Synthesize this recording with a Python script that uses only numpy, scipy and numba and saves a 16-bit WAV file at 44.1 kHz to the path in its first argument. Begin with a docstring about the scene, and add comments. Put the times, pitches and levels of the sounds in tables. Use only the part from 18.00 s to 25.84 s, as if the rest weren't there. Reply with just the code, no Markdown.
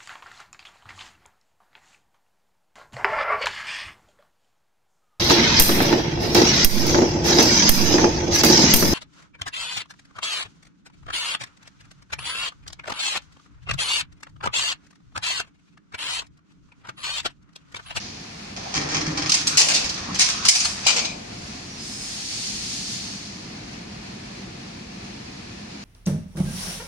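"""In a factory hall, a hand-held phone hears a book-cover machine pull a board through its rollers.
Motors and a blower hum throughout: shaped noise, a noisy low resonance and thin wavering whines.
Rollers rumble, guides rattle and the board rubs: shaped noise and tiny random contacts under envelopes.
Steel folding bars clash and chatter through panel, cavity and hall echoes; then air hisses and whistles.
The phone's two ports colour the sound, and its gain control ducks everything under the loudest blows."""
import sys
import numpy as np
from scipy import signal
from scipy.fft import rfft, irfft, next_fast_len
from scipy.io import wavfile
from numba import njit

SR = 44100
rng = np.random.default_rng(int(sys.argv[2]) if len(sys.argv) > 2 else 0)


def generate_wav(sig):
    """Save sig (samples, or channels by samples) to the path in sys.argv[1] as 16-bit PCM at SR."""
    pcm = np.round(np.clip(np.atleast_2d(sig).T, -1, 1) * 32767).astype(np.int16)
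    wavfile.write(sys.argv[1], SR, pcm)


N = 345744
T = np.arange(N) / SR  # time in seconds

# Source levels are those ahead of the phone's port colour and gain control.
# Idling machinery: start_s, drone_db, hum_db
IDLE_LEVELS = [(.3, -42.5, -52), (3.4, -39.5, -49.5), (4.3, -43, -50.5), (4.65, -41, -46.5),
               (6.5, -39.5, -45.5), (7.8, -41.5, -47)]
# Whines of motors and blower: pitch_hz, level_db
WHINES = [(712, -63), (1744, -61), (2509, -65), (4425, -68), (10497, -80)]
# Spectrum of the motor drone: frequency_hz, relative_db
DRONE_SPECTRUM = [(22, -38), (43, -10), (75, -8.5), (102, -5), (150, -5), (210, -3.5), (355, -10.5),
                  (600, -20), (780, -59), (1320, -120)]
# Spectrum of the blower's rush: frequency_hz, relative_db
BLOWER_SPECTRUM = [(290, -27), (500, -3), (537, -6.5), (706, 1.5), (769, 0), (927, -4), (1650, -6),
                   (2450, -2.5), (3100, -7), (3730, -7.5), (4310, -3.5), (6600, -10.5), (7600, -18),
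                   (10700, -26.5), (15500, -64)]
# Spectrum of the escaping air: frequency_hz, relative_db
JET_SPECTRUM = [(880, -47), (1600, -15), (2600, -7), (3900, -3), (4300, 1.5), (5000, 2), (6800, -2.5),
                (7200, -9.5), (9230, -15), (15500, -47)]
# Squeaks of the slides and whistles of the valve: start_s, end_s, pitch_hz, level_db, waver_hz
SQUEALS = [(1.28, 1.325, 1240, -32, 110), (2.405, 2.455, 1250, -36, 130), (2.64, 2.668, 4380, -19, 160),
           (2.93, 3.165, 2380, -35.5, 140), (3.68, 3.81, 5739, -44, 22), (3.775, 3.89, 5115, -37.5, 30),
           (3.83, 4.16, 5108, -37, 30), (4.26, 4.5, 4450, -38, 130), (4.66, 5.25, 4430, -42, 130)]
# Dull knocks of the carriage: start_s, pitch_hz, level_db
KNOCKS = [(.765, 296, -28), (1.075, 160.6, -20), (1.846, 61.4, -30), (2.01, 78, -33), (2.118, 188, -25),
          (2.648, 71.4, -32), (2.96, 486, -29.5)]
# Jolts of the carriage as it starts, turns and stops: start_s, length_s, level_db
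JOLTS = [(0.558, 0.39, -42.5), (1.597, 0.036, -25.5), (2.86, 0.1, -31.5)]
# Spectrum of the shaken cabinet: frequency_hz, relative_db
CABINET_SPECTRUM = [(260, -2.5), (340, -5), (500, 0.5), (720, 5), (900, -1.5), (1200, -11)]
# Pushes of the feed: start_s, end_s, start_pitch_hz, end_pitch_hz, level_db
SWISHES = [(.56, .98, 740, 1050, -43.5), (1.17, 1.31, 1005, 1300, -39.5), (1.5, 1.57, 1184, 1500, -35),
           (2.02, 2.12, 862, 1150, -41), (2.33, 2.45, 1154, 1400, -37)]
# Runs of the rollers: start_s, end_s, rumble_db
ROLLER_RUNS = [(0.74, 0.804, -29.5), (0.916, 1.254, -33.5), (1.425, 1.86, -39.5), (2.047, 2.135, -39.5)]
# Spectrum of the roller rumble: frequency_hz, relative_db
ROLLER_SPECTRUM = [(30, -16.5), (129, -7), (156, 2.5), (195, -17), (309, 1.5), (355, -11), (500, -11),
                   (650, -16), (1100, -120)]
# Spectrum of the rubbing board: frequency_hz, relative_db
BOARD_SPECTRUM = [(400, -6), (560, -4), (780, -1), (930, -2), (1230, -1.5), (1500, -3), (1900, 0),
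                  (2300, -7)]
# Spectrum of the scraping slides, also used for the guides' taps: frequency_hz, relative_db
SLIDE_SPECTRUM = [(1060, -9.5), (1500, -11), (1900, -16), (2400, -6), (3300, -7), (4800, -3.5),
                  (6400, -5.5), (7440, -19.5), (9050, -25.5), (15000, -88)]
# Rattles of the guides as the board is drawn in: start_s, level_db, length_s
RATTLES = [(0.563, -32.5, .008), (0.738, -22.5, 0.009), (0.751, -20, .02), (.814, -27, 0.01),
           (0.887, -29.5, 0.058), (.944, -22.5, 0.032), (1.01, -28, .008), (1.06, -28.5, 0.014),
           (1.104, -37, .015), (1.172, -23, 0.017), (1.22, -25.5, .008), (1.259, -25.5, .012)]
# Ringing of the guides: pitch_hz, relative_db
GUIDE_MODES = [(800, 0), (1150, -2), (1850, -2), (2110, 0), (2320, 1), (4380, 0), (4700, 0), (5250, -1)]
# Ringing of the end stop: pitch_hz, relative_db, t60_s
END_STOP_MODES = [(770, -6, .08), (2420, -5, .13), (4790, 0, .09)]
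# Blows of the folding bars: start_s, relative_db, low_body_db, treble_edge_db, chatter_s
BLOWS = [(1.292, -13, -5, 0.5, 0.0052), (1.317, -9.5, -10, -1, 0.0053), (1.339, -14, 5.5, 7, 0.01),
         (1.469, -15, -3, 8.5, 0.012), (1.571, -7, 2.5, 9.5, 0.055), (1.683, -17.5, 6.5, 5, 0.037),
         (1.737, -15.5, -1, 3.5, 0.033), (1.84, -25.5, 6, -1, .02), (1.89, -21, -19, -5.5, 0.01),
         (1.937, -33, -14, 0, 0.012), (2.144, -24.5, -2, 1, 0.015), (2.189, -11, 3, 7, 0.04),
         (2.286, -18, 6.5, 3, .014), (2.448, -17, 7, 5, 0.018), (2.4824, -1.5, -1.5, 7.5, 0.015),
         (2.55, -12, 1, 5, 0.012), (2.6, -17, -5, 4, 0.011), (2.646, -20, 10.5, 7, 0.0098),
         (2.849, -25, -3, -10, .006), (2.865, -10, 5, 2, 0.041), (2.96, -17.5, 6, 0.5, 0.033),
         (3.046, -24.5, -2, -7, 0.014)]
# Spectrum of the struck steel: frequency_hz, relative_db
STEEL_SPECTRUM = [(240, -29.5), (400, -22.5), (520, -24.5), (720, -14), (971, -15.5), (1150, -13),
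                  (1600, -14), (1900, -9), (2510, -3), (3400, -6.5), (5000, 3), (6400, -0.5), (9060, -14.5),
                  (15500, -47)]
# Ringing of the steel frame: pitch_hz, relative_db, t60_s
FRAME_MODES = [(710, -8, .45), (1040, -6, .3), (2140, -8, .25), (2600, -6, .35), (4331, -9, .25),
               (4885, -11, .25), (5207, -10, .25), (6254, -9, .25), (8924, -2, .25)]
# Where the bars lie as the phone turns: time_s, left_minus_right_db
BEARING = [(1.5, 0.5), (2.5, 1.5), (3.05, 3.5)]
# How unlike the two ports hear the hall: frequency_hz, side_minus_mid_db
HALL_WIDTH = [(60, -37), (180, -15.5), (300, -10.5), (450, 2), (650, 6), (1000, 0.5)]
# How differently the two microphone ports colour the sound: frequency_hz, left_minus_right_db
PORT_COLOUR = [(500, 0), (750, 1), (1100, 1.5), (1600, 2), (2450, 7), (3300, -.5), (4300, -1.5), (5300, -7),
               (6100, -1), (6900, 3), (8200, 4), (10500, 8), (13000, 2)]

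# cabinet resonance in which the motors hum, and the blower
HUM_HZ, HUM_WIDTH_HZ, BLOWER_DB = 199.8, 50, -41
# air valve: a slight leak, then open and shut; the top hiss builds sooner than the full rush
LEAK_S, OPEN_S, SHUT_S = 3.19, 3.78, 4.95
RUSH_DB, RUSH_RISE_S, RUSH_T60_S = -31, 0.5, 2.08
TOP_HISS_DB, TOP_RISE_S, TOP_T60_S = -41.5, 0.23, 1.34
LEAK_DB, LEAK_TOP_DB = -43, -56.5
AIR_PAN_DB = 1.8  # left minus right level of the air
SPENT_AIR_DB, SPENT_AIR_T60_S = -35.5, 1.35  # the previous release, still dying away at the start
JOLT_RISE_S, JOLT_T60_S = 0.0025, 0.97
SWISH_WIDTH_HZ, SWISH_RISE_S, SWISH_T60_S = 450, 0.012, 0.12
SPIN_UP_S, SPIN_DOWN_T60_S = 0.046, 1
# feed stroke: the slides start, the board is gripped, and both come to rest together
STROKE_START_S, GRIP_S, STROKE_END_S = 0.566, 0.74, 3.0
STROKE_ATTACK_S, STROKE_T60_S = 0.033, 0.37
GLIDE_DB, SLIP_DB, RUB_DB = -38.5, -46.5, -42  # slides running freely, board sliding in, board gripped
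DRAG_DB = -4.5  # added rub while the rollers run, relative to their rumble
# grating after a blow: level at a 0 dB blow, growth in dB per dB of blow, rise, decay
GRATE_DB, GRATE_PER_DB, GRATE_RISE_S, GRATE_T60_S = -11, 0.7, 0.069, 0.38
FULL_CHATTER_S = 0.0089  # chatter length that leaves the grating unscaled; longer grates louder
RUN_UP_DB, RUN_UP_S = -22, 0.063  # scrape swelling around a blow: relative to it, time constant
RATTLE_RISE_S, RATTLE_T60_S = 0.00091, 0.1
BUZZ_DB = -12  # buzz of the guides, relative to the roller rumble
END_STOP_S, END_STOP_DB = 2.8645, -15.5
BLOW_RISE_S = 0.0022
TOP_HZ = 15650  # the phone's treble cut-off


def undb(db):
    """Decibels to amplitude."""
    return 10 ** (np.asarray(db) / 20)


def unit(x):
    """Scale to an RMS of one."""
    return x / np.sqrt(np.mean(x ** 2) + 1e-18)


def on_log(points, hz):
    """Read a spectrum at the given frequencies, along a logarithmic axis."""
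    f, db = np.transpose(points)
    return np.interp(np.log(hz + 1), np.log(f), db)


def colour(x, points):
    """Causal minimum-phase filter with the given spectrum, falling steeply beyond its ends."""
    size = 4096
    hz = np.fft.rfftfreq(size, 1 / SR) + 1
    octaves_beyond = np.abs(np.log2(hz / np.clip(hz, points[0][0], points[-1][0])))
    level_db = on_log(points, hz) - np.minimum(40 * octaves_beyond, 70)
    # folding the cepstrum forward in time makes the filter causal
    cepstrum = irfft(np.log(undb(level_db)))
    cepstrum[1:size // 2] *= 2
    cepstrum[size // 2 + 1:] = 0
    response = irfft(np.exp(rfft(cepstrum)))
    return signal.oaconvolve(x, response[None], axes=1)[:, :x.shape[1]]


def diffuse(size):
    """Noise from all sides at two ports: alike in the bass, nearly unrelated in the treble."""
    fast = next_fast_len(size, True)
    mid, side = rfft(rng.standard_normal((2, fast)))
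    width = undb(on_log(HALL_WIDTH, np.fft.rfftfreq(fast, 1 / SR)))
    mid = mid / np.hypot(1, width)
    side = side * width / np.hypot(1, width)
    return unit(irfft(np.array([mid + side, mid - side]), fast)[:, :size])


def walk(rate):
    """Smooth random wandering through `rate` knots per second, with a spread near 1."""
    knots = rng.standard_normal(SR // 4)
    return np.interp(T * rate, np.arange(len(knots)), knots)


def fade(t, t60):
    """Exponential decay by 60 dB in t60 seconds."""
    return np.exp(-np.log(1000) * t / t60)


def held(start, end, attack_s, t60):
    """Envelope that rises from start, holds until end, then dies away."""
    return np.clip((T - start) / attack_s, 0, 1) * fade(np.maximum(T - end, 0), t60)


def band(hz, width_hz):
    """A noisy resonance whose centre may move."""
    angle = 2 * np.pi * np.cumsum(hz * np.ones(N)) / SR
    return unit(walk(width_hz) * np.cos(angle) + walk(width_hz) * np.sin(angle))


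def contacts(rate, spread_db):
    """Tiny random contacts of very unequal strength, `rate` per second on average."""
    hits = rng.random(N) < rate / SR
    strength = rng.standard_normal(N) * undb(spread_db * rng.standard_normal(N))
    return unit(hits * strength)


def panel(push, panel_t60=0.016, count=3):
    """Contacts land on several places of a sheet-steel panel; each rattles briefly in its own way."""
    size = 2048
    place, out = rng.integers(count, size=len(push)), 0
    for k in range(count):
        response = unit(diffuse(size) * fade(T[:size], panel_t60)) / np.sqrt(size)
        out = out + signal.oaconvolve((push * (place == k))[None], response, axes=1)[:, :len(push)]
    return out


def cavity(x, cavity_db=-4):
    """Dense echoes inside the machine, drawn afresh for every source."""
    size, cavity_t60 = SR // 3, 0.32
    tail = undb(cavity_db) * unit(diffuse(size) * fade(T[:size], cavity_t60)) / np.sqrt(size)
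    return x + signal.fftconvolve(x, tail, axes=1)[:, :x.shape[1]]


def housing(x, hall_db=-17):
    """The sound rings the steel frame's modes and dies away in the hall."""
    t = T[:SR]
    hall_t60, ring_db = 0.9, -20
    hz, db, t60 = np.transpose(FRAME_MODES)[:, :, None]
    phase = rng.random((2, len(FRAME_MODES), 1))
    modes = undb(db) * fade(t, t60) * np.sin(2 * np.pi * (hz * t + phase))
    hall = undb(hall_db) * unit(diffuse(SR) * fade(t, hall_t60))
    tail = hall + undb(ring_db) * unit(modes.sum(axis=1))
    return x + signal.oaconvolve(x, tail / np.sqrt(SR), axes=1)[:, :N]


def idling(flicker_db=1.0):
    """Motors drone, hum and throb in the cabinet; a blower rushes under thin wavering whines."""
    times, *levels = np.transpose(IDLE_LEVELS)
    drone, hum = (undb(np.interp(T, times, db)) for db in levels)
    out = drone * undb(0.8 * walk(30)) * unit(colour(diffuse(N), DRONE_SPECTRUM))
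    out += hum * band(HUM_HZ, HUM_WIDTH_HZ)
    out += undb(BLOWER_DB) * undb(flicker_db * walk(15)) * unit(colour(diffuse(N), BLOWER_SPECTRUM))
    for hz, db in WHINES:
        # a random phase at each port; pitch and level both waver
        turns = np.cumsum(hz + 18 * walk(90)) / SR + rng.random((2, 1)) / 2
        out += undb(db + 2.5 * walk(5)) * np.sqrt(2) * np.sin(2 * np.pi * turns)
    return out


def air_valve(flutter_db=0.93):
    """Turbulent air leaks faintly; as the valve opens, a thin hiss builds ahead of the fuller rush."""
    leak = held(LEAK_S, OPEN_S, TOP_RISE_S, RUSH_T60_S)
    rush = undb(RUSH_DB) * held(OPEN_S, SHUT_S, RUSH_RISE_S, RUSH_T60_S) + undb(LEAK_DB) * leak
    rush += undb(SPENT_AIR_DB) * fade(T, SPENT_AIR_T60_S)
    top = undb(TOP_HISS_DB) * held(OPEN_S, SHUT_S, TOP_RISE_S, TOP_T60_S) + undb(LEAK_TOP_DB) * leak
    jet = colour(diffuse(N), JET_SPECTRUM) * undb(flutter_db * walk(15))
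    lower = signal.sosfiltfilt(signal.butter(6, 7200, fs=SR, output="sos"), jet)
    pan = undb(np.array([[1], [-1]]) * AIR_PAN_DB / 2)
    return (rush * unit(lower) + top * unit(jet - lower)) * pan


def squeals():
    """Short tones of sticking slides and whistling air; a wide waver roughens, a narrow one stays purer."""
    out = np.zeros((2, N))
    for start, end, hz, db, waver_hz in SQUEALS:
        swell = np.abs(np.sin(np.pi * np.clip((T - start) / (end - start), 0, 1))) ** 0.8
        turns = np.cumsum(hz + waver_hz * walk(500)) / SR + rng.random((2, 1)) / 4
        out += undb(db + 2.5 * walk(42)) * swell * np.sin(2 * np.pi * turns)
    return out


def knocks(t60=0.18, rise_s=0.0017):
    """The carriage bumps its stops and the cabinet booms briefly: decaying low tones."""
    out, t = np.zeros(N), T[:SR // 2]
    for s, hz, db in KNOCKS:
        i = int(s * SR)
        envelope = (1 - np.exp(-t / rise_s)) * fade(t, t60)
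        out[i:i + len(t)] += undb(db) * envelope * np.sin(2 * np.pi * hz * t)
    return out


def jolts():
    """Each jolt of the carriage shakes the cabinet, which answers with a hollow thud."""
    shake = sum(undb(db) * held(s, s + length, JOLT_RISE_S, JOLT_T60_S) for s, length, db in JOLTS)
    return shake * unit(colour(diffuse(N), CABINET_SPECTRUM))


def swishes():
    """Each push of the feed judders and swishes upward in pitch as it gathers speed."""
    times = np.ravel([row[:2] for row in SWISHES])
    pitches = np.ravel([row[2:4] for row in SWISHES])
    hz = np.interp(T, times, pitches)
    push = sum(undb(db) * held(start, end, SWISH_RISE_S, SWISH_T60_S)
               for start, end, _, _, db in SWISHES)
    judder = unit(undb(4 * walk(90)))
    return push * judder * np.array([band(hz, SWISH_WIDTH_HZ) for _ in range(2)])


def roller_effort():
    """The rollers spin up for each run and coast down after it."""
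    return sum(undb(db) * held(start, end, SPIN_UP_S, SPIN_DOWN_T60_S) for start, end, db in ROLLER_RUNS)


def slide_effort():
    """The slides glide steadily, swell around each blow and grate after it; powers add."""
    power = undb(GLIDE_DB) ** 2
    for s, db, *_, length in BLOWS:
        run_up = undb(RUN_UP_DB + db) * np.exp(-np.abs(T - s) / RUN_UP_S)
        grate = undb(GRATE_DB + GRATE_PER_DB * db) * held(s, s, GRATE_RISE_S, GRATE_T60_S)
        power = power + run_up ** 2 + grate ** 2 * abs(length / FULL_CHATTER_S)
    return np.sqrt(power)


def feed(judder_db=2):
    """Rollers rumble, the board rubs between them and the slides scrape unevenly, louder about the blows."""
    moving = held(STROKE_START_S, STROKE_END_S, STROKE_ATTACK_S, STROKE_T60_S)
    gripped = held(GRIP_S, STROKE_END_S, STROKE_ATTACK_S, STROKE_T60_S)
    rumble = roller_effort()
    slip, grip, drag = undb(SLIP_DB) * moving, undb(RUB_DB) * gripped, undb(DRAG_DB) * rumble
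    rub = np.sqrt(slip ** 2 + grip ** 2 + drag ** 2)
    scrape = moving * slide_effort()
    judder = undb(judder_db * walk(44.94))
    # separate contacts at each port: fibres of the board, burrs of the slides
    fibres = judder * np.array([contacts(rate=5000, spread_db=1.5) for _ in range(2)])
    burrs = judder * np.array([contacts(rate=5000, spread_db=1.5) for _ in range(2)])
    rollers = rumble * unit(colour(diffuse(N), ROLLER_SPECTRUM))
    board = rub * unit(colour(cavity(fibres), BOARD_SPECTRUM))
    slides = scrape * unit(colour(housing(cavity(burrs)), SLIDE_SPECTRUM))
    return rollers + board + slides


def guides(ring_t60=0.046):
    """Loose guides rattle in bursts and buzz while the rollers turn; every tap rings their modes."""
    bursts = sum((undb(db) * held(s, s + length, RATTLE_RISE_S, RATTLE_T60_S)) ** 2
                 for s, db, length in RATTLES)
    shake = np.sqrt(bursts + (undb(BUZZ_DB) * roller_effort()) ** 2)
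    taps, t = contacts(rate=2000, spread_db=2), T[:SR // 10]
    # each mode takes a random sign at each port
    modes = sum(undb(db) * rng.choice([-1, 1], (2, 1)) * np.sin(2 * np.pi * hz * t)
                for hz, db in GUIDE_MODES)
    ring = modes * fade(t, ring_t60)
    rung = undb(-6) * unit(signal.oaconvolve(taps[None], ring, axes=1)[:, :N])
    clatter = unit(colour(panel(taps), SLIDE_SPECTRUM))
    return cavity(shake * unit(clatter + rung))


def end_stop():
    """A late blow lands on the solid end stop, whose decaying modes knock and ring in the cavity."""
    t = np.maximum(T - END_STOP_S, 0)
    ring = sum(undb(db) * fade(t, t60) * np.sin(2 * np.pi * hz * t) for hz, db, t60 in END_STOP_MODES)
    return cavity(undb(END_STOP_DB) * ring[None], cavity_db=-1)


def folding_bars(release_t60=0.059, edge_t60=0.31):
    """Each blow bites, then the bar chatters along its stop, ever duller; the steel housing radiates it."""
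    chatter, out, t = contacts(rate=4000, spread_db=1.0), np.zeros((2, N)), T[:SR // 3]
    hz = np.fft.rfftfreq(len(t), 1 / SR)
    low = 1 / (1 + (hz / 1900) ** 4)
    edge = 1 / (1 + ((hz - 10000) / 2600) ** 4)  # a treble band around 10 kHz
    for s, db, body_db, edge_db, length in BLOWS:
        i = int(s * SR)
        envelope = np.clip(t / BLOW_RISE_S, 0, 1) * fade(np.maximum(t - length, 0), release_t60)
        push = chatter[i:i + len(t)] * envelope
        spectrum = rfft(panel(push)) * undb(body_db * low + edge_db * edge)
        body = irfft(spectrum * (1 - edge), len(t))
        treble = irfft(spectrum * edge, len(t)) * fade(t, edge_t60)
        out[:, i:i + len(t)] += undb(db) * cavity((body + treble) * (1 - t / t[-1]))
    steel_gain = np.std(colour(rng.standard_normal((1, SR)), STEEL_SPECTRUM))
    pan_db = np.interp(T, *np.transpose(BEARING))
    pan = undb(np.array([pan_db, -pan_db]) / 2)
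    return colour(housing(out), STEEL_SPECTRUM) / steel_gain * pan


def scene():
    """The whole machine in its hall, from the background to the folding bars."""
    background = idling() + air_valve() + squeals()
    carriage = knocks() + jolts() + swishes()
    return background + carriage + feed() + guides() + end_stop() + folding_bars()


@njit
def follow(x, attack, release):
    """Envelope that rises fast and sinks slowly."""
    out, e = np.empty(len(x)), 0.
    for i in range(len(x)):
        e += (x[i] - e) * (attack if x[i] > e else release)
        out[i] = e
    return out


def record(dry):
    """The phone: port colour, gain control shared by both ports, clipping and treble cut-off."""
    size = next_fast_len(N, True)
    hz = np.fft.rfftfreq(size, 1 / SR)
    tilt = undb(np.array([[1], [-1]]) * on_log(PORT_COLOUR, hz) / 2)
    tilt = tilt / np.sqrt(np.mean(tilt ** 2, axis=0))  # mean power gain of the two ports is one
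    x = irfft(rfft(dry, size) * tilt, size)[:, :N]
    attack_s, release_s, knee_db = 0.0008, 0.07, -3.5
    envelope = follow(np.abs(x).max(axis=0), 1 / (attack_s * SR), 1 / (release_s * SR))
    ducked = x / np.sqrt(1 + (envelope / undb(knee_db)) ** 2)
    clipped = np.clip(ducked, -0.95, 0.95)
    return signal.sosfilt(signal.ellip(10, 0.2, 70, TOP_HZ, fs=SR, output="sos"), clipped)


dry = scene()
out = record(dry)
generate_wav(out)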